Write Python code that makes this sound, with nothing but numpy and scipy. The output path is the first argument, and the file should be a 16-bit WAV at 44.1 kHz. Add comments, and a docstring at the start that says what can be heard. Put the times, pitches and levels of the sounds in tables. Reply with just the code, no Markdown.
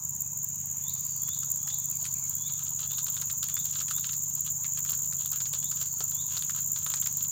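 """Bush crickets rasp first: a close pair over a wash of far insects in tall grass.
Nearer the microphone, fingers squeeze and crease a plastic seasoning sachet under a shelter: noise bursts
and random ticks rung through the film's tone. Gliding sines make a rising whistle and faint, blurred falling
tones. Far away a slow engine thuds, pulses through exhaust and casing, under soft filtered-noise air."""
import sys
import numpy as np
from scipy import signal
from scipy.fft import rfft, irfft, next_fast_len
from scipy.io import wavfile
from scipy.ndimage import uniform_filter1d, map_coordinates

SR = 44100
rng = np.random.default_rng(int(sys.argv[2]) if len(sys.argv) > 2 else 0)


def store_pcm(level_fs):
    """Save levels as 16-bit WAV."""
    pcm = np.round(np.clip(level_fs, -1, 1) * 32767).astype(np.int16)
    wavfile.write(sys.argv[1], SR, np.atleast_2d(pcm).T)


N = 322371


def amp(db):
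    """Decibels to gain."""
    return 10 ** (np.asarray(db) / 20)


def unit(x):
    """Scale to rms 1."""
    return x / np.sqrt(np.mean(x ** 2) + 1e-20)


def along(points, hz):
    """Read (frequency [Hz], value) points on a log frequency axis."""
    f, v = np.transpose(points)
    return np.interp(np.log(hz + 1), np.log(f + 1), v)


def curve(rows):
    """One value per sample from (time [s], value) rows."""
    return np.interp(np.arange(N) / SR, *np.transpose(rows))


def wobble(rate, size=N):
    """A smooth random curve, rate knots a second."""
    knots = rng.standard_normal(int(size * rate / SR) + 4)
    return map_coordinates(knots, [np.arange(size) * rate / SR])


def add(track, s, sound):
    """Mix a sound in at time s."""
    i = round(s * SR)
    a, b = max(i, 0), min(i + len(sound), N)
    if b > a:
        track[a:b] += sound[a - i:b - i]


def colour(x, points, size=16384):
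    """Causal minimum-phase filter with the gains of (frequency [Hz], level [dB]) points."""
    cepstrum = irfft(np.log(amp(along(points, np.fft.rfftfreq(size, 1 / SR)))))
    cepstrum[1:size // 2] *= 2
    cepstrum[size // 2 + 1:] = 0
    impulse = irfft(np.exp(rfft(cepstrum)))
    return signal.fftconvolve(x, impulse)[:len(x)]


def band(x, lo_hz, hi_hz):
    """Causal band-pass."""
    sos = signal.butter(2, [lo_hz, min(hi_hz, SR / 2 - 1)], 'band', fs=SR, output='sos')
    return signal.sosfilt(sos, x)


def echo(x, decays):
    """Scattered reflections from the place, each frequency dying at its own speed."""
    hz, t, z = signal.stft(rng.standard_normal(SR), SR, nperseg=256)
    tail = signal.istft(z * amp(-60 * t / along(decays, hz)[:, None]), SR)[1]
    return signal.fftconvolve(x, tail / np.linalg.norm(tail))[:N]


# tone of the open air around the microphone: (frequency [Hz], relative density [dB per Hz])
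AIR_TONE = [(25, -45), (45, -30.5), (80, -7), (150, -4.5), (200, -10.5), (290, -23), (400, -29.5),
            (650, -29), (950, -19), (1300, -23.5), (2000, -33), (2700, -30), (4000, -33.5), (5200, -30.5),
            (9000, -75)]


def air(patchy_db=3.0):
    """Soft outdoor background noise, its level varied at random over time and frequency, less in the bass."""
    hz, _, z = signal.stft(rng.standard_normal(N), SR, nperseg=1024)
    variation = rng.standard_normal(z.shape)
    variation = uniform_filter1d(variation, size=6, axis=0)  # blur across frequency
    variation = uniform_filter1d(variation, size=7, axis=1)  # and across time
    depth = np.clip(hz / 400, 0, 1)[:, None]
    noise = signal.istft(z * amp(patchy_db * depth * unit(variation)))[1][:N]
    return amp(-57.5) * unit(colour(noise, AIR_TONE))


CYCLE_HZ = 9.635  # mean engine cycles a second
# the far engine's three cylinders: (place in the cycle [fraction], relative level [dB])
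CYLINDERS = [(.83, 0), (.165, -1), (.44, -1)]
# tone of its exhaust: (frequency [Hz], relative level [dB])
EXHAUST_TONE = [(8, -75), (25, -70), (40, -5), (58, -18), (67, -20), (78, -2), (96, 6), (106, -17.5),
                (116, -13), (135, -1), (200, -20.5), (260, -33), (330, -46), (600, -37)]
# resonances of its casing: (frequency [Hz], width [Hz], relative level [dB])
CASING_MODES = [(139.2, 12.4, 0), (163.8, 4, -1), (215, 4.2, -25)]


def engine():
    """A slow engine: once a cycle the exhaust thuds and the valves clatter; every cylinder knocks the casing."""
    turns = CYCLE_HZ * np.arange(N) / SR + .38 + .012 * wobble(2)

    def beats(lag):
        """One impulse a cycle, of wandering strength."""
        cycle = np.floor(turns - lag)
        return np.diff(cycle, prepend=cycle[0]) * amp(.9 * wobble(10))

    thud = unit(band(colour(beats(CYLINDERS[0][0]), EXHAUST_TONE), 55, 600))
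    t = np.arange(SR // 2) / SR
    ring = np.zeros(len(t))
    for hz, width, db in CASING_MODES:
        ring += amp(db) * width * np.exp(-np.pi * width * t) * np.sin(2 * np.pi * hz * t)
    knocks = sum(amp(db) * beats(lag) for lag, db in CYLINDERS)
    drone = unit(band(signal.fftconvolve(knocks, ring)[:N], 52, 250))
    puffs = np.exp(-4 * ((turns - .5) % 1)) * rng.standard_normal(N)
    clatter = unit(band(puffs, 875, 1050))
    return amp(-56.0) * thud + amp(-51.5) * drone + amp(-67.5) * clatter


# rising whistles from the trees: (end time [s], relative level [dB], length [s])
WHISTLES = [(0.909, -45.5, 0.096), (1.354, -47, 0.15), (1.755, -49, 0.17), (2.496, -48.5, 0.17),
            (2.957, -47.5, 0.13), (3.618, -48, 0.19), (4, -49.5, 0.15), (5.689, -49.5, 0.14),
            (6.227, -48, 0.15)]
# pitch of each whistle: (time from its end [s], frequency [Hz])
GLIDE = [(-.18, 3364), (-.06, 3409), (-.03, 3580), (-.015, 3950), (0, 4940)]
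# loudness of each whistle: (time from its end [share of length], relative level [dB])
SWELL = [(-1, -22), (-.5, -9), (-.27, 0), (-.16, 0), (0, -12)]
# faint falling tones: the high ones are the whistle's ring in the woods, the low ones of unknown source:
# (start time [s], length [s], first frequency [Hz], last frequency [Hz], relative level [dB])
FALLING_TONES = [(0.927, 0.36, 4940, 4370, -62), (1.451, 0.12, 634, 586, -65), (1.6, 0.14, 843, 794, -62),
                 (1.883, 0.33, 4810, 4280, -63), (1.91, 0.053, 2570, 2280, -65),
                 (2.142, 0.033, 2520, 2280, -60), (2.222, 0.0276, 2340, 2140, -60.5),
                 (2.464, 0.035, 2350, 2150, -63), (4.929, 0.42, 640, 538, -70.5),
                 (5.707, 0.32, 4760, 4300, -62.5)]
# the short answer of the shelter: (frequency [Hz], 60 dB decay time [s])
SHELTER = [(200, 0.037), (2000, 0.083), (12000, 0.016)]
# the long answer of the woods: (frequency [Hz], 60 dB decay time [s])
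WOODS = [(500, .45), (3500, 0.58), (5000, 0.9)]


def whistle_and_falling_tones():
    """A bird's held note swells and flicks upward; faint falling tones are heard only as a blur of echoes."""
    whistles, falling = np.zeros(N), np.zeros(N)
    for end, db, length in WHISTLES:
        t = np.arange(-length, 0, 1 / SR)
        swell_db = np.interp(t / length, *np.transpose(SWELL)) + 2.1 * wobble(77.2, size=len(t))
        swell = amp(swell_db) * signal.windows.tukey(len(t), .08)
        hz = np.interp(t, *np.transpose(GLIDE)) * (1 + 0.0047 * wobble(25.7, size=len(t)))
        add(whistles, end - length, amp(db) * swell * np.sin(2 * np.pi * np.cumsum(hz) / SR))
    for s, length, first, last, db in FALLING_TONES:
        u = np.linspace(0, 1, int(length * SR))
        hz = (first + (last - first) * u) * (1 + .035 * wobble(250, size=len(u)))
        swell = np.abs(np.sin(np.pi * u)) ** .5
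        add(falling, s, amp(db) * swell * np.sin(2 * np.pi * np.cumsum(hz) / SR))
    both = whistles + falling
    return amp(2.5) * whistles + amp(-2.5) * echo(both, SHELTER) + amp(3) * echo(both, WOODS)


TOOTH_HZ = 7310  # nominal rate of file teeth, before each singer's and stroke's own shift
# the wing strokes of one chirp: (delay [s], half length [s], relative level [dB])
STROKES = [(-.013, .0045, -5), (.001, .0046, 0), (.0144, .0048, 0)]


def cricket(clock, pitch, octave_db, rasp=0.17, scatter_db=2.0):
    """Each wing stroke drags a file over a scraper; the pitch sags as the wing slows."""
    s, count = np.transpose(clock)
    song = np.zeros(N)
    for start in np.interp(np.arange(count[-1] + 1), count, s):
        for delay, half, db in STROKES:
            force, late, detune = rng.standard_normal(3)
            u = np.linspace(-1, 1, int(2 * half * SR))
            sag = .1 * np.exp(-.35 * force) * ((u + .25) / 1.25) ** 2
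            # a quieter kind of stroke is lower; a weak one sags more
            hz = pitch * TOOTH_HZ * (1 + .008 * db + .003 * detune - sag)
            uneven_teeth = rasp * wobble(1810, size=2048)[:len(u)]
            phase = 2 * np.pi * np.cumsum(hz) / SR + uneven_teeth
            # the octave is strongest at full wing speed
            speed = np.exp(-((u + .2) / .38) ** 2) + .12
            octave = amp(octave_db + 2 * db + scatter_db * force) * speed
            pressure = signal.windows.tukey(len(u), .85)
            stroke = pressure * (np.sin(phase) + octave * np.sin(2 * phase))
            add(song, start + delay + .0003 * late - half, amp(db + scatter_db * force) * stroke)
    return song


# the wash of far insects: (frequency [Hz], relative density [dB per Hz])
CHORUS_TONE = [(3800, -62), (5000, -40), (5700, -27), (6050, -13), (6450, -6), (6640, 2), (6760, -3),
               (7250, -3), (7550, -14), (8200, -24), (9500, -35), (11400, -41), (12700, -26), (14000, -17),
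               (14600, -14), (15000, -19), (15800, -21)]
# the far singers swell, then nearly hold: (time [s], level before the wash and voice gains [dB])
FAR_EFFORT = [(0, -38), (1.4, -35), (7.3, -34.5)]


def chorus(count=5):
    """Farther singers, a little lower in pitch and each at its own tempo, over the wash of countless others."""
    voices = np.zeros(N)
    for tempo, lead, pitch in rng.standard_normal((count, 3)):
        chirps = np.ceil(N / SR * 20)
        chirps_per_s = np.clip(18.7 + .4 * tempo, 1, 19.6)
        clock = [(-abs(lead) / 10, 0), (chirps / chirps_per_s, chirps)]
        voices += cricket(clock, pitch=.945 + .018 * pitch, octave_db=-18)
    wash = unit(colour(rng.standard_normal(N), CHORUS_TONE))
    return amp(curve(FAR_EFFORT)) * (amp(-1.6) * wash + amp(-4.5) * unit(voices))


# wing clocks of the two nearest crickets: (time [s], chirps sung so far [count])
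NEAR_CLOCK = [(-.0185, 0), (1.3335, 24), (2.5235, 45), (3.201, 57), (4.224, 75), (5.702, 101),
              (7.3405, 130)]
RIVAL_CLOCK = [(-.036, 0), (4.1775, 79), (5.8605, 110), (6.245, 117), (7.347, 137)]
# their effort: (time [s], nominal level [dB])
NEAR_EFFORT = [(0, -28), (.7, -28), (1.4, -27), (3, -27.5), (4.4, -29.5), (7.3, -26)]
RIVAL_EFFORT = [(0, -70), (1.5, -49), (3.5, -30.5), (5, -27), (6.4, -32), (7.3, -32.5)]
# how the trees answer them: (frequency [Hz], 60 dB decay time [s])
TREES = [(200, 0.24), (3500, 0.52), (7000, 0.52), (15000, 0.1)]


def near_crickets():
    """Two close singers at slightly different tempos drift in and out of step."""
    near = cricket(NEAR_CLOCK, pitch=1, octave_db=-2)
    rival = cricket(RIVAL_CLOCK, pitch=1, octave_db=-4.5)
    song = amp(curve(NEAR_EFFORT)) * near + amp(curve(RIVAL_EFFORT)) * rival
    return song + amp(-21) * echo(song, TREES)


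# a sleeve brushes by as the free hand reaches over: (start time [s], length [s], nominal level [dB])
SLEEVE = (0.49, 0.72, -65)


def sleeve(lo_hz=1700, hi_hz=3300):
    """Cloth slides softly, its noise swelling and fading with the arm's speed."""
    start, length, db = SLEEVE
    speed = np.sin(np.pi * np.clip((np.arange(N) / SR - start) / length, 0, 1))
    return amp(db + 2.4 * wobble(29.9)) * speed * unit(band(rng.standard_normal(N), lo_hz, hi_hz))


TAP_T60_S = 0.057
# dull taps of the fingers on the sachet: (time [s], peak level [dB])
TAPS = [(2.026, -50), (3.206, -53), (4.915, -49), (5.534, -43), (5.812, -48), (6.005, -36.5), (6.372, -49)]


def taps(lo_hz=380, hi_hz=850):
    """A fingertip knocks the filled sachet with a short dull puff of noise."""
    t = np.arange(SR // 10) / SR
    sound = np.zeros(N)
    for s, db in TAPS:
        puff = band(rng.standard_normal(len(t)) * amp(-60 * t / TAP_T60_S), lo_hz, hi_hz)
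        add(sound, s, amp(db) * puff / np.abs(puff).max())
    return sound


# tone of the plastic film: (frequency [Hz], relative density [dB per Hz])
FILM_TONE = [(300, -15), (800, -13), (1300, 2), (2100, -6.5), (3700, 2), (5500, 0), (8000, 3), (12000, -21),
             (16000, -32.5)]


def film(x, vary_db):
    """The ring of the plastic film, a little different each time it is called on."""
    tone = [(hz, level + vary_db * rng.standard_normal()) for hz, level in FILM_TONE]
    return colour(x, tone, size=1024)


CRINKLES_PER_S, CRINKLE_SPREAD_DB = 450, 8


def crinkles(size, rate, treble_db=-9):
    """Tiny folds giving way at random, most of them weak; rms 1."""
    sizes = amp(CRINKLE_SPREAD_DB * np.minimum(rng.exponential(size=size), 3))
    ticks = sizes * rng.standard_normal(size) * (rng.random(size) < rate / SR)
    bright = band(ticks, 7500, 13000)
    return unit(film(ticks, vary_db=3.0) + amp(treble_db) * bright)


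SQUEEZE_ATTACK_S, SQUEEZE_RELEASE_S = 0.0027, .015
TICKING_FROM_S, TICKING_DB = 0.88, -60.5  # faint steady ticking of the film begins here; its nominal level
# the fingers squeeze the sachet: (start time [s], length before release [s], rms level before echo [dB])
SQUEEZES = [(2.016, 0.028, -50.5), (2.472, .24, -57.5), (2.786, 0.073, -49.5), (2.898, .03, -50.5),
            (2.977, 0.031, -46), (3.082, 0.15, -50), (3.43, 0.092, -53), (3.641, 0.17, -47),
            (3.878, 0.034, -44.5), (4.027, 0.11, -57.5), (4.352, 0.044, -56.5), (4.443, 0.054, -49),
            (4.726, 0.06, -48), (4.86, 0.073, -48), (5.02, 0.02, -54.5), (5.181, 0.089, -54.5),
            (5.328, 0.041, -47.5), (5.516, 0.14, -50), (5.752, 0.12, -48.5), (6.28, 0.098, -47.5),
            (6.546, 0.084, -50), (6.765, 0.16, -51.5), (6.95, 0.024, -49), (7.172, 0.082, -51.5)]


def rustle(ticking_rate=160):
    """Each squeeze sets off a shower of crinkles; between squeezes the film ticks faintly."""
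    ticking = np.clip(crinkles(N, ticking_rate), -12, 12) * amp(2 * wobble(9))
    sound = amp(TICKING_DB) * ticking * (np.arange(N) / SR > TICKING_FROM_S)
    for s, length, db in SQUEEZES:
        t = np.arange(int((length + SQUEEZE_RELEASE_S) * SR)) / SR
        attack = t / SQUEEZE_ATTACK_S
        release = 1 - (t - length) / SQUEEZE_RELEASE_S
        pressure = np.clip(np.minimum(attack, release), 0, 1)
        shower = crinkles(size=16384, rate=CRINKLES_PER_S)[:len(t)]
        add(sound, s, amp(db) * unit(pressure * shower))
    return sound + amp(-4) * echo(sound, SHELTER)


# the loudest creases of the sachet snapping, close to the microphone:
# (time [s], peak level in 1250-5500 Hz [dB], treble level relative to the middle band [dB])
CREASES = [(1.285, -35, -18), (1.431, -34, -27), (1.6768, -32.5, -19), (1.7025, -27.5, -17),
           (2.0538, -28.5, -4), (2.6671, -35.5, -16), (2.7941, -29, -6), (2.9833, -28.5, -3.5),
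           (3.0663, -27.5, -9), (3.1676, -28, -6), (3.2214, -27, -3.5), (3.2994, -27, -11),
           (3.4299, -22.5, -10), (3.487, -32.5, -3), (3.5681, -26, -27), (3.756, -26.5, -24),
           (3.8122, -36, -29), (3.8837, -29, -1), (3.911, -28, -5), (3.9833, -31, -6), (4.0438, -23.5, -19),
           (4.0924, -29, -18), (4.132, -29, -8), (4.6443, -31, -21), (4.8507, -33.5, -20),
           (4.905, -31, -16), (4.933, -33, -26), (5.1256, -30, -6), (5.256, -33, -2), (5.3231, -29, -7),
           (5.404, -27, -10), (5.456, -28.5, -15), (5.5363, -21.5, -10), (5.7149, -30.5, -16),
           (6.0057, -24.5, -14), (6.119, -33, -18), (6.373, -23, -20), (6.4233, -25, -1),
           (6.4964, -26.5, -13), (6.7615, -26, -14), (6.8642, -26, -4), (6.9391, -17, -27),
           (7.024, -31, -21), (7.0625, -23, -17)]


def creases(snap_t60=0.0083, after_db=-11, ring_db=-17, ring_t60=0.17):
    """A crease buckles in quick little steps; thin folds add a bright tick."""
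    t = np.arange(4096) / SR
    snaps = np.zeros(N)
    for s, db, treble_db in CREASES:
        lags = rng.uniform(0.0018, .012, (2, 1))  # the fold runs on in two smaller jumps
        jumps = (amp(after_db - 60 * np.abs(t - lags) / snap_t60) * (t > lags)).sum(0)
        reflections = amp(ring_db - 60 * t / ring_t60) * (t > .004)  # table and roof answer
        burst = rng.standard_normal(len(t)) * (amp(-60 * t / snap_t60) + jumps + reflections)
        burst[0] += 3  # an extra kick on the first break
        body = unit(band(film(burst, vary_db=4.0), 610, 7300))
        crack = body + amp(treble_db) * unit(band(burst, 7500, 13000))
        add(snaps, s, amp(db) * crack / np.abs(band(crack, 1250, 5500)).max())
    return snaps


def scene():
    """Everything at one microphone."""
    hands = creases() + rustle() + taps() + sleeve()
    return (near_crickets() + chorus() + hands + whistle_and_falling_tones() + engine() + air())[None]


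TOP_HZ = 15860  # the recorder's band limit


def record(dry):
    """The recorder keeps nothing above its band limit."""
    size = next_fast_len(N + SR)
    kept = np.fft.rfftfreq(size, 1 / SR) < TOP_HZ
    return irfft(rfft(dry, size) * kept, size)[:, :N]


dry = scene()
out = record(dry)
store_pcm(out)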